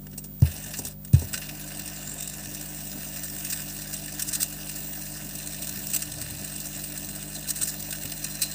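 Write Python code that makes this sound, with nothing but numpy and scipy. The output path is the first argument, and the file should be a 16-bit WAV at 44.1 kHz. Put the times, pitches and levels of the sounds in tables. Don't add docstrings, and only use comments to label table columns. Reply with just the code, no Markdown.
import sys
import numpy as np
from scipy import signal
from scipy.fft import rfft, irfft
from scipy.io import wavfile
from scipy.ndimage import uniform_filter1d

SR = 44100
rng = np.random.default_rng(int(sys.argv[2]) if len(sys.argv) > 2 else 0)


def dump_mix(stems):
    frames = np.atleast_2d(stems).T
    limited = np.clip(frames, -1, 1)
    pcm = np.round(limited * 32767).astype(np.int16)
    wavfile.write(sys.argv[1], SR, pcm)


N = 376613
T = np.arange(N) / SR

MAINS_HZ = 49.85
RUN_UP_S, RUN_DOWN_S = 0.013, 0.061
# start t/s, end t/s
RUNS = [(0.42, 0.915), (1.133, 9)]


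def gain_of(db):
    return 10 ** (np.asarray(db) / 20)


def evened(x):
    return x / np.sqrt(np.mean(x ** 2) + 1e-20)


def curve(rows, order=1):
    rows = np.array(rows)
    return np.interp(T, rows[:, 0], rows[:, order])


def between(start_s, end_s, ramp_s):
    return np.clip(np.minimum(T - start_s, end_s - T) / ramp_s, 0, 1)


def read(points, hz):
    f, value = np.transpose(points)
    return np.interp(np.log(hz + 1), np.log(f + 1), value)


def causal(db):
    both_halves = np.r_[db, db[-2:0:-1]]
    log_gain = np.log(gain_of(np.maximum(both_halves, -100)))
    phase = -signal.hilbert(log_gain).imag
    taps = np.fft.ifft(np.exp(log_gain + 1j * phase)).real[:len(db)]
    return taps / np.linalg.norm(taps)


def hiss(points):
    gain = gain_of(read(points, np.fft.rfftfreq(N, 1 / SR)))
    return evened(irfft(rfft(rng.standard_normal(N)) * gain, N))


def wander(top_hz):
    hz = np.geomspace(top_hz / 10, top_hz, 12)[:, None]
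    coarse = T[::256]
    sines = np.sin(2 * np.pi * (hz * coarse + rng.random((12, 1))))
    return np.interp(T, coarse, evened(sines.sum(0)))


def resonate(x, hz, width_hz):
    return signal.lfilter(*signal.iirpeak(hz, hz / width_hz, fs=SR), x)


def engaged(ramp_s):
    return sum(np.clip(np.minimum((T - a) / ramp_s, (b - T) / RUN_DOWN_S + .5), 0, 1) for a, b in RUNS)


def hum():
    # multiple of mains, relative rms level/dB
    partials = [(1, -51), (2, -56), (3, -47), (4, -49), (5, -62), (7, -70), (8, -70)]
    waves = sum(gain_of(db) * np.sqrt(2) * np.cos(2 * np.pi * (k * MAINS_HZ * T + k % 2 / 4))
                for k, db in partials)
    return gain_of(0.3) * waves


def whine():
    # carrier f/Hz, sideband number in steps of twice the mains, relative level/dB
    tones = [(15103, -3, -64), (15103, -2, -63), (15103, -1, -60), (15103, 0, -51), (15103, 1, -53),
             (15103, 2, -58), (15103, 3, -66), (15028, -3, -64), (15028, -2, -57), (15028, -1, -61),
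             (15028, 0, -58), (15028, 1, -57), (15028, 3, -66), (15478, 0, -62)]
    # t/s, level/dB
    wavering = [(0, -48), (.5, -42), (.88, -48), (1.12, -42), (1.9, -43), (2.31, -51), (2.88, -37.5),
                (3.54, -41), (4.14, -46), (4.92, -39), (5.2, -47), (5.78, -39), (6.16, -45.5), (6.85, -41),
                (7.42, -49), (7.66, -38), (8.54, -44)]
    lines_db, fuzz_db = -2, -8
    lines = 0
    for hz, k, db in tones:
        fading = gain_of(db + 3.5 * wander(1.33))
        lines += fading * np.sin(2 * np.pi * ((hz + 2 * k * MAINS_HZ) * T + rng.random()))
    fuzz = hiss([(13500, -14), (14500, -3), (14900, 5), (15400, 7), (16000, 0)])
    fuzz *= 1 + 0.34 * np.cos(4 * np.pi * MAINS_HZ * T)
    return gain_of(curve(wavering)) * (gain_of(lines_db) * evened(lines) + gain_of(fuzz_db) * fuzz)


def motor():
    # f/Hz, relative level/dB per Hz
    whir_colour = [(330, -7), (400, -3.5), (480, -10.5), (600, 4.5), (720, 2.5), (850, -7), (1000, -6.5),
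                   (1200, -32)]
    motor_hz, belt_hz, belt_start = 301.5, 8.37, .144
    tone_idle_db, tone_held_db, tone_free_db = -76, -57.5, -51
    let_go_s = 1.5
    whir_idle_db, whir_db = -65.5, -53
    turns = motor_hz * T + 0.021 * wander(2.5)
    belt = belt_hz * T + belt_start
    tone = evened(np.sin(2 * np.pi * turns) + 0.65 * np.sin(2 * np.pi * (turns - belt)))
    whir = gain_of(1.43 * wander(40.)) * hiss(whir_colour) * (1 + 0.16 * np.cos(2 * np.pi * belt))
    on = engaged(RUN_UP_S) ** 3
    loaded_db = np.interp(T, [let_go_s, let_go_s + RUN_UP_S], [tone_held_db, tone_free_db])
    loaded_db += -4.5 * between(1.84, 2.49, 0.14)
    tone_db = tone_idle_db + on * (loaded_db - tone_idle_db) + 0.8 * wander(2.1)
    return gain_of(tone_db) * tone + gain_of(whir_idle_db + on * (whir_db - whir_idle_db)) * whir


def room():
    # f/Hz, relative level/dB per Hz
    background_colour = [(180, -34), (300, -3), (471, -13.5), (553, -5.5), (629, -10.5), (2240, -21),
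                         (6790, -18.5), (7850, -12.5), (12500, -22.5), (14000, -19)]
    # f/Hz, relative level/dB per Hz
    rumble_colour = [(30, -33), (55, -10), (80, -3.5), (130, -2.5), (250, -0.5), (330, -11), (450, -14.5),
                     (600, -60)]
    idle_db, running_db = -57, -51.5
    dip_db = -4.5 * between(.94, 1.03, .02)
    background_db = idle_db + engaged(RUN_UP_S) * (running_db - idle_db) + dip_db
    background = gain_of(background_db) * hiss(background_colour)
    rumble = gain_of(-53.5 + 4.1 * wander(14.0)) * hiss(rumble_colour)
    faint = gain_of(-65 + 2.3 * wander(4.)) * np.sin(2 * np.pi * (556 * T + 0.12 * wander(8.)))
    return background + rumble + faint


def scuffs(per_s, spread_db, length_s):
    size = gain_of(spread_db * np.minimum(rng.exponential(1, N), 4)) * (rng.random(N) < per_s / SR)
    t = T[:3000] / length_s
    return evened(signal.oaconvolve(size, t * np.exp(-t))[:N])


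def idler():
    # t/s, rate/turns per s
    speed = [(0, 46.3), (2, 46.3), (2.3, 44.5), (2.6, 47.2), (6.9, 47.2), (7.3, 47.7), (8.54, 47.6)]
    start_turns = .145
    turns = np.floor(np.cumsum(curve(speed)) / SR + start_turns + .06 * wander(3.0))
    ticks = np.r_[0, np.diff(turns) > 0] * gain_of(3.7 * rng.standard_normal(N))
    t = T[:1500] / 0.0026
    return evened(signal.oaconvolve(ticks, t * np.exp(-t))[:N])


def contacts():
    # t/s, level/dB midway between low and high part, brightness (high over low)/dB
    wind = [(.42, -44, -10), (.48, -38, -7), (.88, -39, -2), (1.14, -42, -1), (1.3, -39.5, -5),
            (1.96, -36, -5.5), (2.15, -38, -4), (3.42, -35.5, -0.5), (5.13, -36.5, -2.5), (5.86, -35, -2),
            (7.18, -37, -1.5), (8.54, -35.5, -2)]
    # mid-rise t/s, level of the high part/dB, brightness/dB, length/ms
    clicks = [(.0674, -42.5, -6.5, 6), (.1128, -45, 2, 7), (.1295, -47.5, -9.5, 11), (.178, -28, 12, 11.4),
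              (0.24, -34.5, 5, 13), (.4005, -40, 14, 6.4), (.4197, -29.5, -2.5, 2.8), (.456, -44, -10, 17),
              (.5573, -43, 6, 12), (.639, -36, 12, 8), (.66, -37.5, 1, 10), (.739, -39, -14, 12.5),
              (.7711, -33, 7, 4.1), (.788, -26, 20, 8), (.8501, -25, 15, 4.9), (.8678, -30.5, 23, 9),
              (.907, -47, 13, 13), (1.048, -33.5, 2, 6.4), (1.0741, -45, -4, 9.1), (1.1315, -27.5, 6, 5),
              (1.142, -45, -15, 13), (1.1946, -27, 12, 4.4), (1.212, -38, 8, 12), (1.331, -26.5, 6, 5.5),
              (1.339, -26, -10, 10.5), (1.3759, -27, -3, 6), (1.416, -46, -17.5, 18), (1.491, -38, -16, 7),
              (1.7935, -31.5, 3, 6), (1.858, -32, 12, 7), (2.075, -39, -6, 6), (2.2284, -35, 11, 7),
              (2.2754, -26, 27, 4), (2.2968, -33, 16, 5), (2.5472, -29.5, 15, 5.6), (2.6106, -31, 12, 6),
              (3.16, -38, 0, 11), (3.233, -33, 18, 9), (3.448, -25, 9, 5.9), (3.4997, -28, 14, 14),
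              (3.525, -22.5, 2, 9.3), (3.818, -31.5, 7, 5.3), (3.929, -32.5, 3, 12), (3.939, -28, 6, 8),
              (4.1947, -24.5, 1.5, 10.4), (4.2196, -22.5, 10, 7.7), (4.2694, -32, 22, 8),
              (4.279, -29, 18, 8.4), (4.288, -23, 18, 6), (4.3293, -21.5, 9, 14), (4.3506, -22, 8, 10),
              (4.4038, -26, 4, 13), (4.417, -25, 11, 10), (4.4283, -20, 1, 6.2), (4.692, -28.5, 5, 9),
              (4.7545, -32, 11, 16), (5.3523, -28.5, 10, 5.9), (5.472, -28.5, 6, 3.6),
              (5.619, -31.5, 0, 10), (5.67, -33, 1, 5), (5.6916, -29, 1, 4.4), (5.8683, -22, 18, 3.7),
              (5.888, -36, 2, 6), (5.902, -28, 2, 3.4), (5.934, -24, 8, 9.7), (5.944, -23.5, 9, 9.2),
              (5.962, -17.5, 3, 5.6), (6.021, -23, 9, 6), (6.214, -28.5, 3, 6), (6.602, -27, 22, 4.3),
              (6.654, -32, 12, 13), (6.7916, -36.5, 4, 15), (6.84, -31.5, 13, 11), (6.975, -29.5, 15, 5.7),
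              (7.045, -35, 15, 5.4), (7.158, -35, 13, 6.9), (7.35, -31, 3, 10), (7.4747, -34, 4, 18),
              (7.487, -27.5, 8, 14), (7.504, -19, 5, 7), (7.558, -28.5, 10, 15), (7.614, -24, 3, 13),
              (7.625, -32, 12, 10), (7.632, -26, 14, 8.3), (7.674, -27.5, 9, 12), (7.688, -29, 3, 11),
              (7.795, -34, 6, 9.6), (7.907, -28.5, 4, 6.5), (7.926, -30.5, -7.5, 7.9), (8.022, -36, 2, 6),
              (8.0535, -34, -1, 7), (8.119, -37, -8, 7), (8.2418, -24.5, 11, 7.1), (8.4174, -17, 9, 12),
              (8.429, -28.5, -1, 7.1)]
    rise, hold = 0.19, 0.49
    shared = scuffs(per_s=50., spread_db=2.0, length_s=0.0013) + idler()
    low_scuffs = scuffs(per_s=34.0, spread_db=0.5, length_s=0.00068)
    high_scuffs = scuffs(per_s=66.0, spread_db=1.0, length_s=0.00068)
    loud = engaged(0.016) * gain_of(curve(wind))
    bright = gain_of(curve(wind, order=2) / 2)
    low = loud / bright * evened(2.3 + 0.38 * shared + 0.57 * low_scuffs)
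    high = loud * bright * evened(2.15 + shared + 0.32 * high_scuffs)
    for s, db, bright_db, length_ms in clicks:
        at = slice(round(s * SR) - 600, round(s * SR) + 4000)
        t, length = T[at] - s, length_ms / 1000
        fall = .5 ** (np.maximum(t - hold * length, 0) / ((1 - hold) * length))
        shape = gain_of(db) * np.clip(.5 + t / (2 * rise * length), 0, 1) * fall
        low[at] += gain_of(-bright_db) * shape
        high[at] += shape
    return low, high


def drifting(x, patchy_db):
    z = signal.stft(x, nperseg=256)[2]
    patches = rng.standard_normal(z.shape[::-1]).T
    patches = uniform_filter1d(patches, size=5, axis=0)
    patches = evened(uniform_filter1d(patches, size=12, axis=1))
    return evened(signal.istft(z * gain_of(patchy_db * patches), nperseg=256)[1][:N])


def mechanism():
    # f/Hz, relative level/dB per Hz
    body = [(590, -56), (1000, -20.5), (1760, -8), (2060, -13), (2510, -13), (3160, -13.5), (5740, -9),
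            (6510, -5.5), (8200, -4.5), (12300, -15), (15600, -2.5)]
    # f/Hz, width/Hz, level over the broad colour/dB
    modes = [(1524, 67, 6.5), (1790, 170, 5), (2520, 98, 7), (2791, 275, 11), (3625, 140, 7), (4830, 84, 6),
             (5130, 300, 5), (5660, 216, 7), (6020, 220, 5.5), (6960, 47, 7), (7375, 110, 7),
             (7900, 180, 3.5), (8185, 310, 9), (8714, 280, 7.5), (11330, 260, 9), (13440, 400, 4.5),
             (15000, 770, 4.5)]
    # f/Hz, width/Hz, level over the broad colour/dB
    gaps = [(2240, 135, -3), (3260, 160, -3.5), (6700, 130, -3.5)]
    # t/s, level of its drive/dB
    spring = [(0, 5), (2, 1), (4, 5.5), (8, 11.5), (8.54, 18.5)]
    # f/Hz, width/Hz, start t/s, end t/s, level of the drive/dB
    pressed = [(3720, 130, 2.13, 2.27, 12), (3880, 150, 2.2, 2.37, 9), (7250, 500, 1.9, 2.36, 4)]
    low, high = contacts()
    unevenness = evened(uniform_filter1d(rng.standard_normal(N), size=40))
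    chatter = gain_of(1.87 * unevenness)
    drive = drifting(rng.standard_normal(N) * chatter, patchy_db=2.0)
    under = signal.filtfilt(*signal.butter(2, 4500, fs=SR), drive)
    shaking = low * under + high * (drive - under)
    hz = np.fft.rfftfreq(8192, 1 / SR)
    colour_db = read(body, hz) + sum(db / (1 + (2 * (hz - f) / w) ** 2) for f, w, db in modes + gaps)
    out = signal.oaconvolve(shaking, causal(colour_db))[:N]
    rings = resonate(gain_of(curve(spring)) * out, 4087, width_hz=78)
    for f, w, a, b, db in pressed:
        rings += resonate(gain_of(db) * between(a, b, 0.11) * out, f, w)
    return out + rings


def thumps():
    # t/s, weight on the whole top (modes under 200 Hz)/dB, knock on the boards/dB
    blows = [(.067, -56, -41), (.179, -60, -37), (0.245, -60, -41), (0.4213, -4, -26), (.446, -40, -35),
             (0.476, -45, -41), (0.791, -37, -28), (0.849, -34, -36), (1.1364, -2.5, -33), (1.16, -40, -35),
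             (1.19, -45, -42), (1.219, -34, -26), (1.243, -29, -43), (1.336, -37, -38.5), (2.469, -41, -43),
             (8.046, -39, -33)]
    # f/Hz, relative level/dB, t60/s, direction and size of the first swing (factor)
    modes = [(81.4, -6, .2, -1.1), (132.5, 2, 0.074, 0.97), (256, -1.5, 0.079, 0.92),
             (386, -3, 0.16, -0.48), (554, -6, 0.084, 1), (768, 1.5, 0.034, -0.79), (940, -1, 0.045, 0.93),
             (452, -3.5, 0.051, 0.93)]
    t, out = T[:16000], np.zeros(N)
    push = (t / .0005) * np.exp(-t / 0.00032)
    mic = signal.butter(2, 60., "high", fs=SR, output="sos")
    for s, weight_db, knock_db in blows:
        ring = 0
        for hz, db, t60, way in modes:
            blow_db = weight_db if hz < 200 else knock_db
            ring += way * gain_of(db + blow_db - 60 * t / t60) * np.sin(2 * np.pi * hz * t)
        ring = signal.fftconvolve(ring, push / push.sum())[:len(t)]
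        out[round(s * SR):][:len(t)] += signal.sosfilt(mic, ring)
    return out


def fizz():
    settled_db, key_db, settle_s = -56.5, 6.5, .8
    band = hiss([(8500, -30), (9800, -2), (11400, 1), (13000, -5), (14300, -30)])
    since = np.min([np.where(T < a, np.inf, T - a) for a, b in RUNS], axis=0)
    level = engaged(.02) * gain_of(settled_db + key_db * np.exp(-since / settle_s))
    return level * band * evened(.3 + scuffs(per_s=64.0, spread_db=5.0, length_s=0.0011))


def drones():
    # start t/s, end t/s, level before the partials' own gains/dB
    spells = [(5.6, 5.87, -54), (6.02, 6.446, -45.5)]
    partials_db = [-1.0, 1.0, -4.0, 2.0]
    tone = sum(gain_of(db) * np.sin(2 * np.pi * k * 40.0 * T) for k, db in enumerate(partials_db, 2))
    swell = sum(gain_of(db) * between(a, b, 0.13) for a, b, db in spells)
    return swell * gain_of(1.6 * wander(15.)) * tone


def scene():
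    steady = hum() + whine() + motor() + room()
    return (steady + mechanism() + thumps() + fizz() + drones())[None]


def record(dry):
    low_pass = signal.firwin(801, 15520, window=("kaiser", 8), fs=SR)
    return signal.oaconvolve(dry, low_pass[None], "same")


dry = scene()
out = record(dry)
dump_mix(out)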